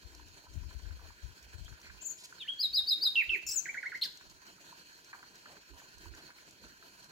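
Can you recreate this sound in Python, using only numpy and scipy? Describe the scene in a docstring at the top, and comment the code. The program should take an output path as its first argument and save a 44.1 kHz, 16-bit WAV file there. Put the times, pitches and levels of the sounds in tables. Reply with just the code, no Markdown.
"""Fingers tap, tick and rub on a hand-held camera over a quiet hiss, while light air buffets the microphone.
Out of this, from a tree at night, a nightingale sings one phrase of gliding tones: a peep, a thin quaver,
a sigh, a whistle, four hooked notes, two slurs, a two-voiced buzz, a squeal, four low loops and a sharp chip.
Delayed copies throw the song back from ground and branches, and decaying scatter adds the trees.
Afterwards the hand, hiss and puffs of air, all shaped noise, go on alone."""
import sys
import numpy as np
from scipy import signal
from scipy.fft import rfft, irfft
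from scipy.io import wavfile
from scipy.ndimage import uniform_filter1d

SR = 44100
rng = np.random.default_rng(int(sys.argv[2]) if len(sys.argv) > 2 else 0)


def master_out(mix):
    """Clip the mix to full scale and print it as 16-bit PCM to the path in sys.argv[1]."""
    frames = np.transpose(np.atleast_2d(mix))
    ceiling = np.clip(frames, -1, 1)
    pcm = np.round(ceiling * 32767).astype(np.int16)
    wavfile.write(sys.argv[1], SR, pcm)


N = 313551
TIME, BINS = np.arange(N) / SR, np.fft.rfftfreq(N, 1 / SR)  # s, Hz
EDGE_HZ = 15900  # top of the audible band in this scene
CLEAR = .0025  # rms pitch jitter of a clear note, as a share of its pitch

# How each syllable is voiced, before the song stretches and levels it. Each entry: length, attack and release
# in seconds, fade over the note in dB, overtone level in dB, left-right difference in dB.
VOICES = dict(peep=(.018, .004, .008, -1, -8, 0), quaver=(.050, .025, .021, 0, 2, 9),
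          sigh=(.042, .016, .007, 0, -2, 0), scoop=(.040, .004, .003, 1, -10, 0),
          whistle=(.037, .014, .012, 0, -10, 0), pip=(.019, .004, .005, 0, -10, -2),
          hook_up=(.039, .023, .006, 0, -3, 3.5), hook_down=(.046, .013, .012, -3, 0, 1),
          slur=(.075, .003, .026, 1, -11, -3.5), buzz_high=(.022, .004, .005, 0, 12, 7.5),
          buzz_low=(.021, .004, .006, 0, 9, 2), squeal=(.042, .008, .005, -5, 0, 8),
          loop_down=(.019, .0025, .006, -13, -5, -4), loop_up=(.025, .012, .007, 2, -5, 0),
          chip=(.020, .007, .008, -5, 0, 2), chip_tail=(.036, .006, .008, -1, -6, 0),
          rasp=(.032, .004, .008, -5, 2, 2))


def amp(db):
    """Decibels to gain."""
    return 10 ** (np.asarray(db) / 20)


def evened(x):
    """Scales to rms 1."""
    return x / np.sqrt(np.mean(abs(x) ** 2) + 1e-20)


def read(points, hz):
    """Reads a table of (Hz, value) on a log-frequency axis."""
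    f, value = np.transpose(points)
    return np.interp(np.log(hz + 1), np.log(f + 1), value)


def add(mix, s, sound):
    """Mixes a sound in at a time in seconds."""
    part = mix[:, max(round(s * SR), 0):][:, :sound.shape[-1]]
    part += sound[..., :part.shape[-1]]


def pan(db):
    """Left and right gains for a level difference; positive leans left."""
    return amp(np.array([[.5], [-.5]]) * db)


def noise(count, colour):
    """Noise of rms 1 whose spectrum is shaped by the gain function colour(Hz)."""
    spectrum = rfft(rng.standard_normal(count))
    return evened(irfft(spectrum * colour(np.fft.rfftfreq(count, 1 / SR)), count))


def delayed(x, s):
    """Delays a sound by any fraction of a second, by turning the phase of its spectrum."""
    return irfft(rfft(x) * np.exp(-2j * np.pi * BINS * s), N)


def from_side(x, lag):
    """A sound from one side reaches the left port lag seconds later than the right."""
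    return np.array([delayed(x[0], lag), x[1]])


def bell(f, hz, octaves):
    """A smooth band around a centre frequency."""
    return np.exp(-.5 * (np.log2((f + 1) / hz) / octaves) ** 2)


def swish(length, hz, octaves):
    """A short, soft-edged band of noise."""
    count = int(length * SR)
    return noise(count, lambda f: bell(f, hz, octaves)) * signal.windows.tukey(count, .6)


def night_hiss(patchy_db=1.97, flicker_db=2.0, level_db=-57.5):
    """Soft hiss with broad resonances: noise shaped per time-frequency cell, drifting in patches."""
    # Broad spectrum of the hiss. Each row: frequency in Hz, relative density in dB per Hz.
    hiss_colour = [(88, -10), (150, -0.5), (340, -0.5), (756, -13.5), (1010, 0), (1160, -15.5), (1520, -2),
                   (2120, -10), (2430, -2), (3590, -13.5), (4280, -2), (4910, -8.5), (6970, -7),
                   (8310, -17), (15800, -20)]
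    # Resonances and dips on top of it. Each row: centre in Hz, width in Hz, boost in dB.
    bumps = [(239, 20, -8.5), (360, 130, 0.5), (671, 61, 7), (1630, 310, 4), (3125, 66, 6),
             (3580, 340, 2.5), (4317, 145, 5.5), (4840, 120, 1.5)]
    # How alike the two ports sound. Each row: frequency in Hz, left-right coherence from 0 to 1.
    likeness = [(60, .4), (130, 0.86), (300, 0.92), (1400, 0.64), (4000, 0.39), (8000, 0.2), (15000, 0.18)]
    # Stereo balance. Each row: frequency in Hz, left-right difference in dB.
    balance = [(60, 2), (110, -6.5), (200, 3), (380, -1.5), (700, 5), (1290, -6.5), (2380, 1), (4400, -3.5),
               (8120, 0), (15000, -7.5)]

    frames, hz = N // 256 + 5, np.fft.rfftfreq(1024, 1 / SR)
    a, b, c, d, patches = rng.standard_normal((frames, 513, 5)).T
    patches = uniform_filter1d(patches, size=14, axis=0)  # smooth over frequency
    patches = evened(uniform_filter1d(patches, size=10, axis=1))  # and over time
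    flicker = evened(uniform_filter1d(rng.standard_normal(frames), size=4))  # moves all bands together

    same = read(likeness, hz)[:, None]
    left = a + 1j * b
    right = same * left + np.sqrt(1 - same ** 2) * (c + 1j * d)
    colour = read(hiss_colour, hz)
    colour = colour + sum(db * np.exp(-.5 * ((hz - f) / width) ** 2) for f, width, db in bumps)
    gain = amp(colour[:, None] + patchy_db * patches + flicker_db * flicker)
    cells = np.array([left, right]) * gain * pan(read(balance, hz))[:, :, None]
    hiss = signal.istft(cells, nperseg=1024, noverlap=768)[1][:, :N]
    return amp(level_db) * evened(hiss)


def wind(rise=.4, edge_db=-20, calm_db=-79):
    """Low buffets, unrelated at the two ports: each puff swells quickly and dies more slowly."""
    # Puffs of air, most far stronger at one port. Each row: peak time in seconds, length in seconds,
    # level in dB, left-right difference in dB.
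    gusts = [(.058, .06, -45, 17), (.19, .42, -53, 15), (.51, .12, -50, 9), (.567, .06, -32.5, 32),
             (.63, .17, -37, 32), (.755, .08, -36, 33), (.88, .22, -38, 30), (.95, .15, -50, -6),
             (1.05, .22, -49, 18), (1.248, .055, -36, 35), (1.29, .09, -47, 25), (1.46, .16, -54, -2),
             (1.55, .07, -43, 22), (1.615, .13, -40.5, 25), (1.715, .08, -41, 32), (1.91, .24, -53, -12),
             (2.73, .12, -56, -22), (2.8, .1, -52, -24), (3.3, .08, -45, -29), (3.48, .11, -54, -22),
             (4.29, .25, -63, -8), (5.727, .09, -50, -28), (5.98, .11, -56, -17), (6.09, .16, -45.5, -31),
             (6.65, .12, -57, -3)]
    # Spectrum of the turbulence. Each row: frequency in Hz, relative level in dB.
    wind_colour = [(15, -36), (30, -14), (50, 2.5), (75, -0.5), (110, -12.5), (160, -22.5), (250, -33.5),
                   (340, -32.5), (550, -68), (1500, -65)]

    power = np.full((2, N), amp(calm_db) ** 2)  # faint air between the puffs
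    for s, length, db, side_db in gusts:
        # distance from the peak: -1 and 1 are the ends, where the puff is down by edge_db
        u = (TIME - s) / (length * np.where(TIME < s, rise, 1 - rise))
        sides = pan(side_db) / np.linalg.norm(pan(side_db))
        power += (sides * amp(db + edge_db * np.minimum(u ** 2, 10))) ** 2
    eddies = np.array([noise(N, lambda f: amp(read(wind_colour, f))) for port in range(2)])
    # even out the eddies' own swells over 50 ms, so that the puffs set the level
    own_power = uniform_filter1d(eddies ** 2, size=2200, axis=1)
    return eddies * np.sqrt(power / (own_power + 0.022))


def trees(x, early_db=7, early_s=.035, shared=0.08):
    """Scatter from trunks and foliage: random impulses, strong at first, then a long faint tail."""
    # How long the scatter rings. Each row: frequency in Hz, time in seconds to fall by 60 dB.
    ring_times = [(300, .6), (1900, .44), (2200, .5), (2700, .72), (4000, .53), (7000, .49), (14000, .66)]

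    taps = rng.standard_normal((3, SR)) * (rng.random((3, SR)) < 3000 / SR)  # about 3000 per second
    taps = np.sqrt(shared) * taps[0] + np.sqrt(1 - shared) * taps[1:]  # a little common to both sides
    hz, t, cells = signal.stft(taps, SR, nperseg=256)
    fade_db = -60 * t / read(ring_times, hz)[:, None] + early_db * np.exp(-t / early_s)
    onset = np.clip((t - .006) / 0.0097, 0, 1)
    tail = signal.istft(cells * amp(fade_db) * onset, SR, nperseg=256)[1]
    return signal.fftconvolve(x, tail / np.linalg.norm(tail[0]), axes=1)[:, :N]


def near_echoes(x, ground_s=.0068, ground_db=-8, ground_lag=0.00013):
    """The strong ground echo beats against the gliding notes; branches add more from the sides."""
    # Echoes from near branches. Each row: delay in seconds, level in dB, extra delay on the left in seconds.
    branches = [(.0115, -6, -0.0049), (0.0199, -20, .00027), (.031, -37, 0.018)]

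    ground = amp(ground_db) * from_side(delayed(x, ground_s), ground_lag)
    return ground + sum(amp(db) * from_side(delayed(x, s), lag) for s, db, lag in branches)


def tick(t60):
    """A bright snap of noise that dies at once."""
    # Spectrum of a dry tick. Each row: frequency in Hz, relative level in dB.
    tick_colour = [(1000, -16), (3000, -12), (5500, -2), (7300, -1), (8600, -13), (15000, -16.5)]

    t = np.arange(4096) / SR
    return noise(len(t), lambda f: amp(read(tick_colour, f))) * amp(-60 * t / t60)


def tap(hz, t60, octaves=0.41, rise_s=0.00053):
    """A small slip of a finger excites the case, most strongly around one pitch; scaled to peak 1."""
    # Resonances of the camera case. Each row: frequency in Hz, width in Hz, relative level in dB.
    case_modes = [(340, 110, 0), (951, 130, -5.5), (1500, 290, -5), (2570, 1200, -9)]

    def colour(f):
        """The finger's band passed through the case resonances."""
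        case = sum(amp(db) / (1 + (2 * (f - mode) / width) ** 2) for mode, width, db in case_modes)
        return bell(f, hz, octaves) * case

    t = np.arange(4096) / SR
    ring = noise(len(t), colour) * amp(-60 * t / t60) * (1 - np.exp(-t / rise_s))
    return ring / abs(ring).max()


def handling(tap_db=0.5, tick_db=-9, faint_tap_db=-60, faint_tick_db=-68, spread_db=3):
    """Taps, ticks and rustles of the hand: short noise bursts, with many fainter ones between."""
    # The firmer finger taps. Each row: start in seconds, peak in dB before tap_db, pitch in Hz.
    firm_taps = [(.195, -49, 980), (.466, -51, 1030), (.709, -48.5, 1390), (.856, -49, 1480),
                 (.908, -48.5, 1460), (.993, -50, 1080), (1.104, -49, 1030), (1.68, -44.5, 1560),
                 (1.726, -47, 1640), (1.866, -46, 1570), (1.897, -44, 1580), (2.325, -41.5, 1420),
                 (2.379, -48, 1580), (2.503, -48, 1490), (2.806, -48.5, 1470), (3.068, -46, 1500),
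                 (4.21, -47, 1440), (4.726, -48, 930), (5.13, -37.5, 1430), (5.147, -46.5, 990),
                 (5.229, -43, 1460), (5.457, -44, 1490), (5.567, -49, 1460), (5.799, -46, 1640),
                 (5.818, -48, 790), (6.056, -46, 960), (6.303, -45, 1610), (6.384, -47, 1790),
                 (6.64, -48.5, 1590), (6.825, -47.5, 1450)]
    # The clearer small dry ticks. Each row: start in seconds, level in dB before tick_db.
    clear_ticks = [(.149, -41), (.2836, -45), (.5372, -41.5), (1.4272, -44), (1.6467, -43), (1.815, -43),
                   (3.9744, -43), (4.1727, -41), (4.2983, -44), (5.046, -42), (5.3557, -43), (5.9824, -43),
                   (6.1493, -43), (6.509, -42.5), (7.0433, -43)]
    # Brief rubs of hand and sleeve. Each row: start in seconds, length in seconds, level in dB,
    # centre in Hz, width in octaves.
    rustles = [(.02, .3, -68, 330, .25), (0.995, 0.091, -64, 694, .9), (1.806, .13, -59, 1990, 0.37),
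               (1.97, 0.06, -60, 2600, 0.14), (2.167, 0.074, -56, 4900, 0.71),
               (2.231, 0.035, -49, 5250, 0.71), (3.269, 0.15, -60, 371, 0.19), (3.6, .4, -68, 650, .8),
               (5.691, 0.077, -62, 330, 0.21), (5.131, 0.094, -65, 900, 0.65),
               (5.221, 0.031, -59.5, 1330, 0.62), (5.447, 0.16, -63, 720, 0.52),
               (6.131, 0.03, -57.5, 1650, 0.22), (5.95, .35, -65, 340, .3),
               (6.168, 0.051, -56.5, 776, 1.65), (6.589, .1, -60.5, 252, 0.67)]

    out = np.zeros((2, N))
    for s, db, hz in firm_taps:
        add(out, s, amp(db + tap_db) * pan(-1.5) * tap(hz, t60=.045))
    for s, db in clear_ticks:
        add(out, s, amp(db + tick_db) * tick(t60=.029))
    for s, length, db, hz, octaves in rustles:
        add(out, s, amp(db) * pan(-1.5) * swish(length, hz, octaves))
    # faint ones at random times: most are weak, a few stand out
    for when, size, colour, side in rng.random(size=(90, 4)):
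        db = faint_tap_db - spread_db * np.log(size + 0.024)
        add(out, when * N / SR, amp(db) * pan(6 * side - 6) * tap(600 + 1200 * colour, t60=0.044))
    for when, size, side in rng.random(size=(130, 3)):
        db = faint_tick_db - spread_db * np.log(size + .03)
        add(out, when * N / SR, amp(db) * pan(8 * side - 4) * tick(t60=0.029))
    return out


def contour(name, snap_s=.003, edge_db=-20):
    """A smooth glide under an attack, a gently changing hold and a release. Rows: s, Hz, dB."""
    # Evenly spaced pitches in Hz that each syllable glides through, before the song's pitch factor.
    glides = dict(peep=[3300, 3150, 3400, 4500], quaver=[6550, 6700, 7280, 6800, 6550],
              sigh=[3980, 3450, 2850], scoop=[1900, 1740, 1850, 2550], whistle=[2550, 3150, 3290, 3290],
              pip=[3285, 3275], hook_up=[4450, 4440, 4740, 5010, 4950],
              hook_down=[4480, 4060, 3830, 3700, 3660], slur=[2700, 2680, 2700, 2600, 2230, 1740],
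              buzz_high=[7200, 6950, 6850], buzz_low=[6000, 5450, 5200], squeal=[7250, 6950, 6450, 6050],
              loop_down=[1950, 1520, 1450], loop_up=[1580, 1900, 2170, 2140], chip=[3400, 4380, 3800, 2450],
              chip_tail=[2350, 1800, 1480], rasp=[4900, 4400, 3700])
    # Syllables that start sharp and snap down onto their glide: excess as a share of the pitch.
    snaps = dict(slur=.35, loop_down=.28, buzz_low=.05)

    length, attack, release, fade_db = VOICES[name][:4]
    u, pitches = np.linspace(0, 1, 200), glides[name]
    t = u * length
    curve = np.polyfit(np.linspace(0, 1, len(pitches)), pitches, len(pitches) - 1)
    hz = np.polyval(curve, u) * (1 + snaps.get(name, 0) * np.exp(-t / snap_s))
    edges = np.maximum(1 - t / attack, 0) ** 2 + np.maximum(1 - (length - t) / release, 0) ** 2
    return np.transpose([t, hz, fade_db * u + edge_db * edges])


def syllable(shape, pitch, length, jitter, overtone_db, jitter_hz=900, air_db=-47):
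    """A gliding, slightly unsteady tone with two weak overtones and a trace of air noise."""
    # Overtones against the fundamental, before overtone_db. Each row: frequency in Hz, level in dB.
    overtone_levels = [(3500, -24), (5500, -27), (8000, -36), (10000, -28), (11300, -26), (14000, -23),
                       (16000, -28)]

    s, hz, db = np.transpose(shape)
    s = s * length
    t = np.arange(0, s[-1], 1 / SR)
    hz = pitch * uniform_filter1d(np.interp(t, s, hz), size=110)
    shake, flutter = (noise(len(t), lambda f: 1 / (1 + (f / jitter_hz) ** 2)) for each in range(2))
    phase = 2 * np.pi * np.cumsum(hz * (1 + jitter * shake)) / SR
    overtones = 0
    for k in (2, 3):
        level = amp(read(overtone_levels, k * hz)) * (k * hz < EDGE_HZ)
        overtones = overtones + level * np.sin(k * phase)
    # overtones are less steady than the tone
    tone = np.sin(phase) + amp(overtone_db) * overtones * (1 + .5 * flutter)
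    # rough notes leak more air
    air = amp(air_db) * (jitter / CLEAR) * noise(len(t), lambda f: f / (f + 2000))
    return (tone + air) * amp(np.interp(t, s, db)) * signal.windows.tukey(len(t), .04)


def nightingale(fizz_hz=13000, fizz_octaves=.16):
    """Strings the syllables into the phrase; the two sides of the syrinx may sound together."""
    # The song. Each row: start in seconds, syllable, pitch factor, length factor, relative level in dB.
    song = [(1.655, "peep", 1, 1, -53), (2.007, "quaver", 1.015, .78, -44),
            (2.040, "quaver", .995, 1.05, -36), (2.085, "quaver", .98, .9, -37.5),
            (2.394, "sigh", 1, 1, -41), (2.396, "sigh", .78, .9, -52), (2.440, "scoop", 1, 1, -55),
            (2.476, "whistle", 1, 1, -31), (2.517, "pip", 1, 1, -35), (2.586, "hook_up", 1.005, .96, -28),
            (2.623, "hook_down", 1.018, .96, -24), (2.728, "hook_up", 1.001, .98, -26),
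            (2.762, "hook_down", 1.005, .96, -21.5), (2.866, "hook_up", 1.001, .97, -26),
            (2.901, "hook_down", 1.002, .97, -21.5), (3.010, "hook_up", .99, 1, -25),
            (3.046, "hook_down", 1, .96, -21.5), (3.154, "slur", 1.003, 1, -25),
            (3.292, "slur", .985, .98, -27.5), (3.464, "buzz_high", 1, 1, -38),
            (3.464, "buzz_low", 1, 1, -39), (3.485, "buzz_high", 1.05, .9, -37),
            (3.486, "buzz_low", .95, .85, -34), (3.509, "buzz_high", 1.08, .85, -38),
            (3.508, "buzz_low", 1.04, 1, -34), (3.528, "buzz_high", 1.1, 1.15, -37),
            (3.528, "buzz_low", 1.02, 1, -44), (3.556, "squeal", 1, 1, -26.5),
            (3.655, "loop_down", 1.055, 1, -33), (3.679, "loop_up", 1.055, 1, -34),
            (3.742, "loop_down", 1.005, 1, -33), (3.765, "loop_up", 1.01, 1, -34),
            (3.828, "loop_down", .98, 1, -32), (3.851, "loop_up", .99, 1, -33),
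            (3.918, "loop_down", .96, .96, -34), (3.940, "loop_up", .97, .92, -35),
            (4.013, "rasp", .85, .25, -37), (4.017, "chip", 1, 1, -22), (4.033, "rasp", 1, 1, -33),
            (4.035, "chip_tail", 1, 1, -49)]
    # Pitch jitter (rms) of the rough syllables, as a share of the pitch.
    rough = dict(peep=.008, quaver=.013, sigh=.012, hook_up=.004, buzz_high=.027, buzz_low=.042, squeal=.009, chip=.012, rasp=.085)
    # Thin hiss of air as a slur falls. Each entry: seconds into the syllable, length in seconds,
    # level in dB against the syllable.
    fizzes = dict(slur=(.055, .045, -37))

    out = np.zeros((2, N))
    for s, name, pitch, length, level_db in song:
        overtone_db, side_db = VOICES[name][-2:]
        sound = syllable(contour(name), pitch, length, rough.get(name, CLEAR), overtone_db)
        add(out, s, amp(level_db) * pan(side_db) * sound)
        if name in fizzes:
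            late, span, fizz_db = fizzes[name]
            add(out, s + late, amp(level_db + fizz_db) * swish(span, fizz_hz, fizz_octaves))
    return out


def scene():
    """The bird is ahead, hiss and hand lie to the right, and the wind acts on the ports themselves."""
    bird = nightingale()
    hand = from_side(handling(), lag=0.00017)
    song = amp(-1.0) * bird + near_echoes(bird) + amp(-9.0) * trees(bird)
    hiss = from_side(night_hiss(), lag=0.0003)
    return song + hand + amp(-8) * trees(hand) + hiss + wind()


def record(dry):
    """A steep low-pass filter ends the band at EDGE_HZ."""
    low_pass = signal.firwin(511, EDGE_HZ, window=("kaiser", 9), fs=SR)
    return signal.oaconvolve(dry, low_pass[None], "same")


dry = scene()
out = record(dry)
master_out(out)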